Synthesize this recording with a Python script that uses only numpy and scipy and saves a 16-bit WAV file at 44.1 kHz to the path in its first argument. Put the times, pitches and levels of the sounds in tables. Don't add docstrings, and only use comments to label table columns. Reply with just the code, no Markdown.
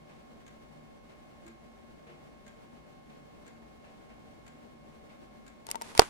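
import sys
import numpy as np
from scipy import signal
from scipy.fft import rfft, irfft
from scipy.io import wavfile
from scipy.ndimage import uniform_filter1d

SR = 44100
rng = np.random.default_rng(int(sys.argv[2]) if len(sys.argv) > 2 else 0)


def pcm_store(signal):
    levels = np.round(np.clip(np.atleast_2d(signal), -1, 1) * 32767)
    wavfile.write(sys.argv[1], SR, levels.astype(np.int16).T)


N = 268921
T = np.arange(N) / SR
AGE = T[:SR // 2]

# delay_s, level_db, rise_s, t60_s
TICK_HITS = [(0, -46, 0.0029, 0.026), (.0140, -43.5, 0.003, 0.028)]
# centre_hz, width_hz, relative_db
HOUSING_MODES = [(1450, 1100, 1.5), (2160, 510, 4), (3350, 2500, -3.5), (6870, 1000, -0.5),
                 (7700, 1900, -6.5), (11300, 2700, -15.5)]


def wall_clock(first_s=0.4636, room_db=-18, room_t60_s=0.46, room_tilt_db_per_octave=-4):
    out, housing = np.zeros((2, N)), resonances(HOUSING_MODES)
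    face = swell(rise_s=0.0062) * fade(t60_s=0.2) * tone(hz=1605)
    face_db, tooth_spread_db, tooth_pitch_spread = -56.5, 0.1, 0.015
    for start_s in beats(first_s):
        softness, tooth = rng.standard_normal(2)
        tooth_db = -tooth_spread_db * softness
        pitch = np.exp(tooth_pitch_spread * tooth)
        add(out, start_s, undb(tooth_db + face_db) * face)
        for delay_s, level_db, rise_s, t60_s in TICK_HITS:
            direct = fade(t60_s) * noise(lambda hz: housing(hz / pitch))
            dull = noise(lambda hz: housing(hz / pitch) * undb(room_tilt_db_per_octave * np.log2(hz)))
            tail = undb(room_db) * fade(room_t60_s) * dull
            add(out, start_s + delay_s, undb(tooth_db + level_db) * swell(rise_s) * (direct + tail))
    return out * pan(db=2)


# pitch_hz, t60_s, tapped_db, knocked_db
CASE_MODES = [(455, 0.04, -15, -10), (705, 0.0097, -7, 0), (772, 0.02, -11, -7), (918, 0.046, 4.5, -15.5),
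              (1127, 0.022, -7, -10), (1325, 0.012, -4, -8.5), (1930, 0.021, -8.5, -26)]


def case_ring(knocked, lag_s=0):
    age = np.maximum(AGE - np.array([[0], [lag_s]]), 0)
    return sum(undb(knocked_db if knocked else tapped_db) * fade(t60_s) * tone(hz, age)
               for hz, t60_s, tapped_db, knocked_db in CASE_MODES)


# frequency_hz, relative_db
CRACK_EQ = [(100, -36), (350, -3), (1200, 10), (2400, -17), (3300, 3.5), (4100, 0), (4700, 4), (5400, -1),
            (6200, -2), (7500, -13), (10000, -5), (15000, -35)]
# frequency_hz, relative_db
RATTLE_EQ = [(40, -6), (150, -5), (450, 0), (1000, 1), (2500, -6), (5000, -18), (12000, -40)]
# start_s, shove_db, ring_db, crack_db, rattle_db
KNOCK_HITS = [(5.9945, 9.5, 1, 5.5, -29.5), (6.0195, -26, -24.5, -45, -33.5)]


def case_knock(shove_s=0.00036, lead_s=0.00031, grip_t60_s=0.064):
    out = np.zeros((2, N))
    ring = pan(db=-16.5) * fade(grip_t60_s) * case_ring(knocked=True)
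    crack_envelope = fade(t60_s=0.0077) + undb(-38) * fade(t60_s=0.065)
    beside_right_mic = undb([[-25], [0]])
    for start_s, shove_db, ring_db, crack_db, rattle_db in KNOCK_HITS:
        shove = np.exp(-abs(T - start_s + lead_s) / shove_s)
        out -= undb(shove_db) * beside_right_mic * shove
        crack = crack_envelope * noise(eq(CRACK_EQ))
        rattle = fade(t60_s=0.11) * noise(eq(RATTLE_EQ))
        add(out, start_s - lead_s, undb(crack_db) * pan(db=3.5) * crack)
        add(out, start_s, undb(ring_db) * ring + undb(rattle_db) * rattle)
    return out


# start_s, snap_db, centre_hz, ring_db, left_minus_right_db
GRIP_CLICKS = [(5.6676, -42, 5270, -57, 3.5), (5.689, -46, 2490, -44, 2), (5.703, -42, 4800, -54, 2),
               (5.7135, -27, 7740, -51, -1), (5.7459, -72, 3300, -47.5, 14.5),
               (5.7559, -39.5, 3430, -39, 7), (5.8134, -45, 6900, -42.5, 2.5),
               (5.8197, -36.5, 8300, -43, -0.5), (5.951, -44, 3700, -44.5, -6),
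               (5.9771, -26, 3660, -44, -1), (6.019, -33.5, 2700, -35, 1)]


def case_clicks(snap_boost_db=6, ring_boost_db=7, low_cut_hz=450, high_cut_hz=12300):
    out, ring = np.zeros((2, N)), case_ring(knocked=False, lag_s=0.00042)
    envelope = fade(t60_s=0.01) + undb(-30) * fade(t60_s=0.044)
    for start_s, snap_db, centre_hz, ring_db, pan_db in GRIP_CLICKS:
        band = resonances([(centre_hz, 3.2 * centre_hz, 0)])
        snap = envelope * noise(lambda hz: band(hz) / (1 + (hz / high_cut_hz) ** 12))
        click = undb(snap_db + snap_boost_db) * snap + undb(ring_db + ring_boost_db) * ring
        add(out, start_s, pan(pan_db) * click)
    return signal.sosfilt(signal.butter(2, low_cut_hz, "highpass", fs=SR, output="sos"), out)


# start_s, length_s, level_db
FINGER_SLIDES = [(5.66, 0.055, -51.5), (5.798, 0.12, -51), (5.945, 0.076, -40.5)]
# frequency_hz, relative_db
SKIN_EQ = [(100, -16), (470, 4), (700, 2), (920, 6), (1300, 1), (2500, -2), (4500, -6), (7000, -8),
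           (10500, -10.5), (14000, -28), (16000, -42)]
# frequency_hz, relative_db
RUMBLE_EQ = [(20, 0), (45, -5), (120, -14), (300, -28), (1000, -70)]


def finger_rub(attack_s=0.046, release_t60_s=0.32, grain_db=1.0, rumble_db=-10):
    pressure = np.zeros(N)
    for start_s, length_s, level_db in FINGER_SLIDES:
        attack = np.clip((T - start_s) / attack_s, 0, 1)
        release = fade(release_t60_s, age=np.maximum(T - start_s - length_s, 0))
        pressure += undb(level_db) * attack * release
    grain = unit(uniform_filter1d(rng.standard_normal(N), size=90))
    hiss = undb(grain_db * grain) * noise(eq(SKIN_EQ), N)
    rumble = undb(rumble_db) * noise(eq(RUMBLE_EQ), N)
    return pressure * (hiss + rumble)


# frequency_hz, relative_db
DISTANT_EQ = [(300, -9), (600, 11.5), (1400, 2), (2500, 2.5), (4500, -11.5), (9000, -20.5), (15000, -37)]
DISTANT_RISE_S = 0.0031


def far_clock(first_s=0.092, level_db=-56, t60_s=0.4):
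    out, envelope = np.zeros((2, N)), swell(DISTANT_RISE_S) * fade(t60_s)
    for start_s in beats(first_s):
        add(out, start_s, undb(level_db) * envelope * noise(eq(DISTANT_EQ)))
    return out


# start_s, level_db
ROOM_SCUFFS = [(2.065, -54.5), (3.84, -55)]


def scuffs(t60_s=0.5):
    out, envelope = np.zeros((2, N)), swell(DISTANT_RISE_S) * fade(t60_s)
    for start_s, level_db in ROOM_SCUFFS:
        add(out, start_s, undb(level_db) * envelope * noise(eq(DISTANT_EQ)))
    return out


# start_s, pitch_hz, level_db
ROOM_BUMPS = [(1.453, 337, -48.5), (2.065, 475, -53), (2.09, 352, -52.5)]


def bumps(t60_s=0.46):
    out, envelope = np.zeros((2, N)), swell(DISTANT_RISE_S) * fade(t60_s)
    for start_s, pitch_hz, level_db in ROOM_BUMPS:
        add(out, start_s, undb(level_db) * envelope * tone(pitch_hz))
    return out


# frequency_hz, relative_db
AIR_EQ = [(20, -16), (48, -8.5), (75, -10), (130, -7.5), (230, -5), (450, -8.5), (750, -10.5), (1000, -17),
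          (1500, -20), (2500, -23.5), (5000, -32.5), (9000, -38.5), (16000, -48)]
# centre_hz, width_hz, level_db
AIR_RESONANCES = [(54.6, 17, -67), (151.4, 10.5, -66), (228.3, 17, -61.5), (589.4, 29, -66),
                  (758.5, 25, -68)]


def ventilation(level_db=-55, waver_db=0.94):
    waver = noise(resonances([(1.2, 9.7, 0)]), N)[0]
    air = undb(level_db + waver_db * waver) * noise(eq(AIR_EQ), N)
    for centre_hz, width_hz, peak_db in AIR_RESONANCES:
        air += undb(peak_db) * noise(resonances([(centre_hz, width_hz, 0)]), N)
    return pan(db=1) * widen(air)


# pitch_hz, left_db, right_db
WHINE_TONES = [(1010, -86, -86), (1079, -76.5, -65.5), (1136, -77.5, -101.5), (1700.5, -78.5, -88.5),
               (2160.5, -84, -72), (4300, -98, -85.5), (12602, -104, -97)]


def electrical_whine():
    return sum(undb([[left_db], [right_db]]) * np.sqrt(2) * tone(hz, T)
               for hz, left_db, right_db in WHINE_TONES)


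# frequency_hz, side_over_mid_db
STEREO_WIDTH = [(60, -1.5), (110, 0.5), (200, -1), (380, 2.5), (700, 3), (2400, 4.5), (4400, 0.7),
                (8000, 0)]


def widen(x):
    ratio = eq(STEREO_WIDTH)(bins_hz(N))
    left, right = rfft(x)
    mid, side = (left + right) / 2, ratio * (left - right) / 2
    return irfft(np.array([mid + side, mid - side]) * np.sqrt(2 / (1 + ratio ** 2)), N)


def beats(first_s, period_s=1.0):
    return np.arange(first_s, N / SR, period_s)


def undb(db):
    return 10 ** (np.asarray(db) / 20)


def unit(x):
    return x / np.sqrt(np.mean(x ** 2))


def swell(rise_s):
    return 1 - np.exp(-AGE / rise_s)


def fade(t60_s, age=AGE):
    return np.exp(-np.log(1000) * age / t60_s)


def tone(hz, age=AGE):
    return np.sin(2 * np.pi * hz * age)


def pan(db):
    return undb(np.array([[db], [-db]]) / 2)


def bins_hz(size):
    return np.maximum(np.arange(size // 2 + 1) * SR / size, 1)


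def noise(gain, size=len(AGE)):
    white = rfft(rng.standard_normal((2, size)))
    return unit(irfft(white * gain(bins_hz(size)), size))


def eq(points):
    points_hz, db = np.transpose(points)
    return lambda hz: undb(np.interp(np.log(hz), np.log(points_hz), db))


def resonances(modes):
    return lambda hz: np.sqrt(sum((undb(db) / (1 + ((hz - centre ** 2 / hz) / width) ** 2)) ** 2
                                  for centre, width, db in modes))


def add(out, start_s, sound):
    i = int(start_s * SR)
    out[:, i:i + sound.shape[-1]] += sound[..., :max(N - i, 0)]


def scene():
    bed = ventilation() + electrical_whine()
    room = widen(wall_clock() + far_clock() + scuffs() + bumps())
    hand = case_clicks() + case_knock() + finger_rub()
    return bed + room + hand


def record(dry, high_cut_hz=16000):
    high_cut = signal.ellip(8, .2, 70, high_cut_hz, fs=SR, output="sos")
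    return signal.sosfilt(high_cut, np.clip(dry, -1, 1))


dry = scene()
out = record(dry)
pcm_store(out)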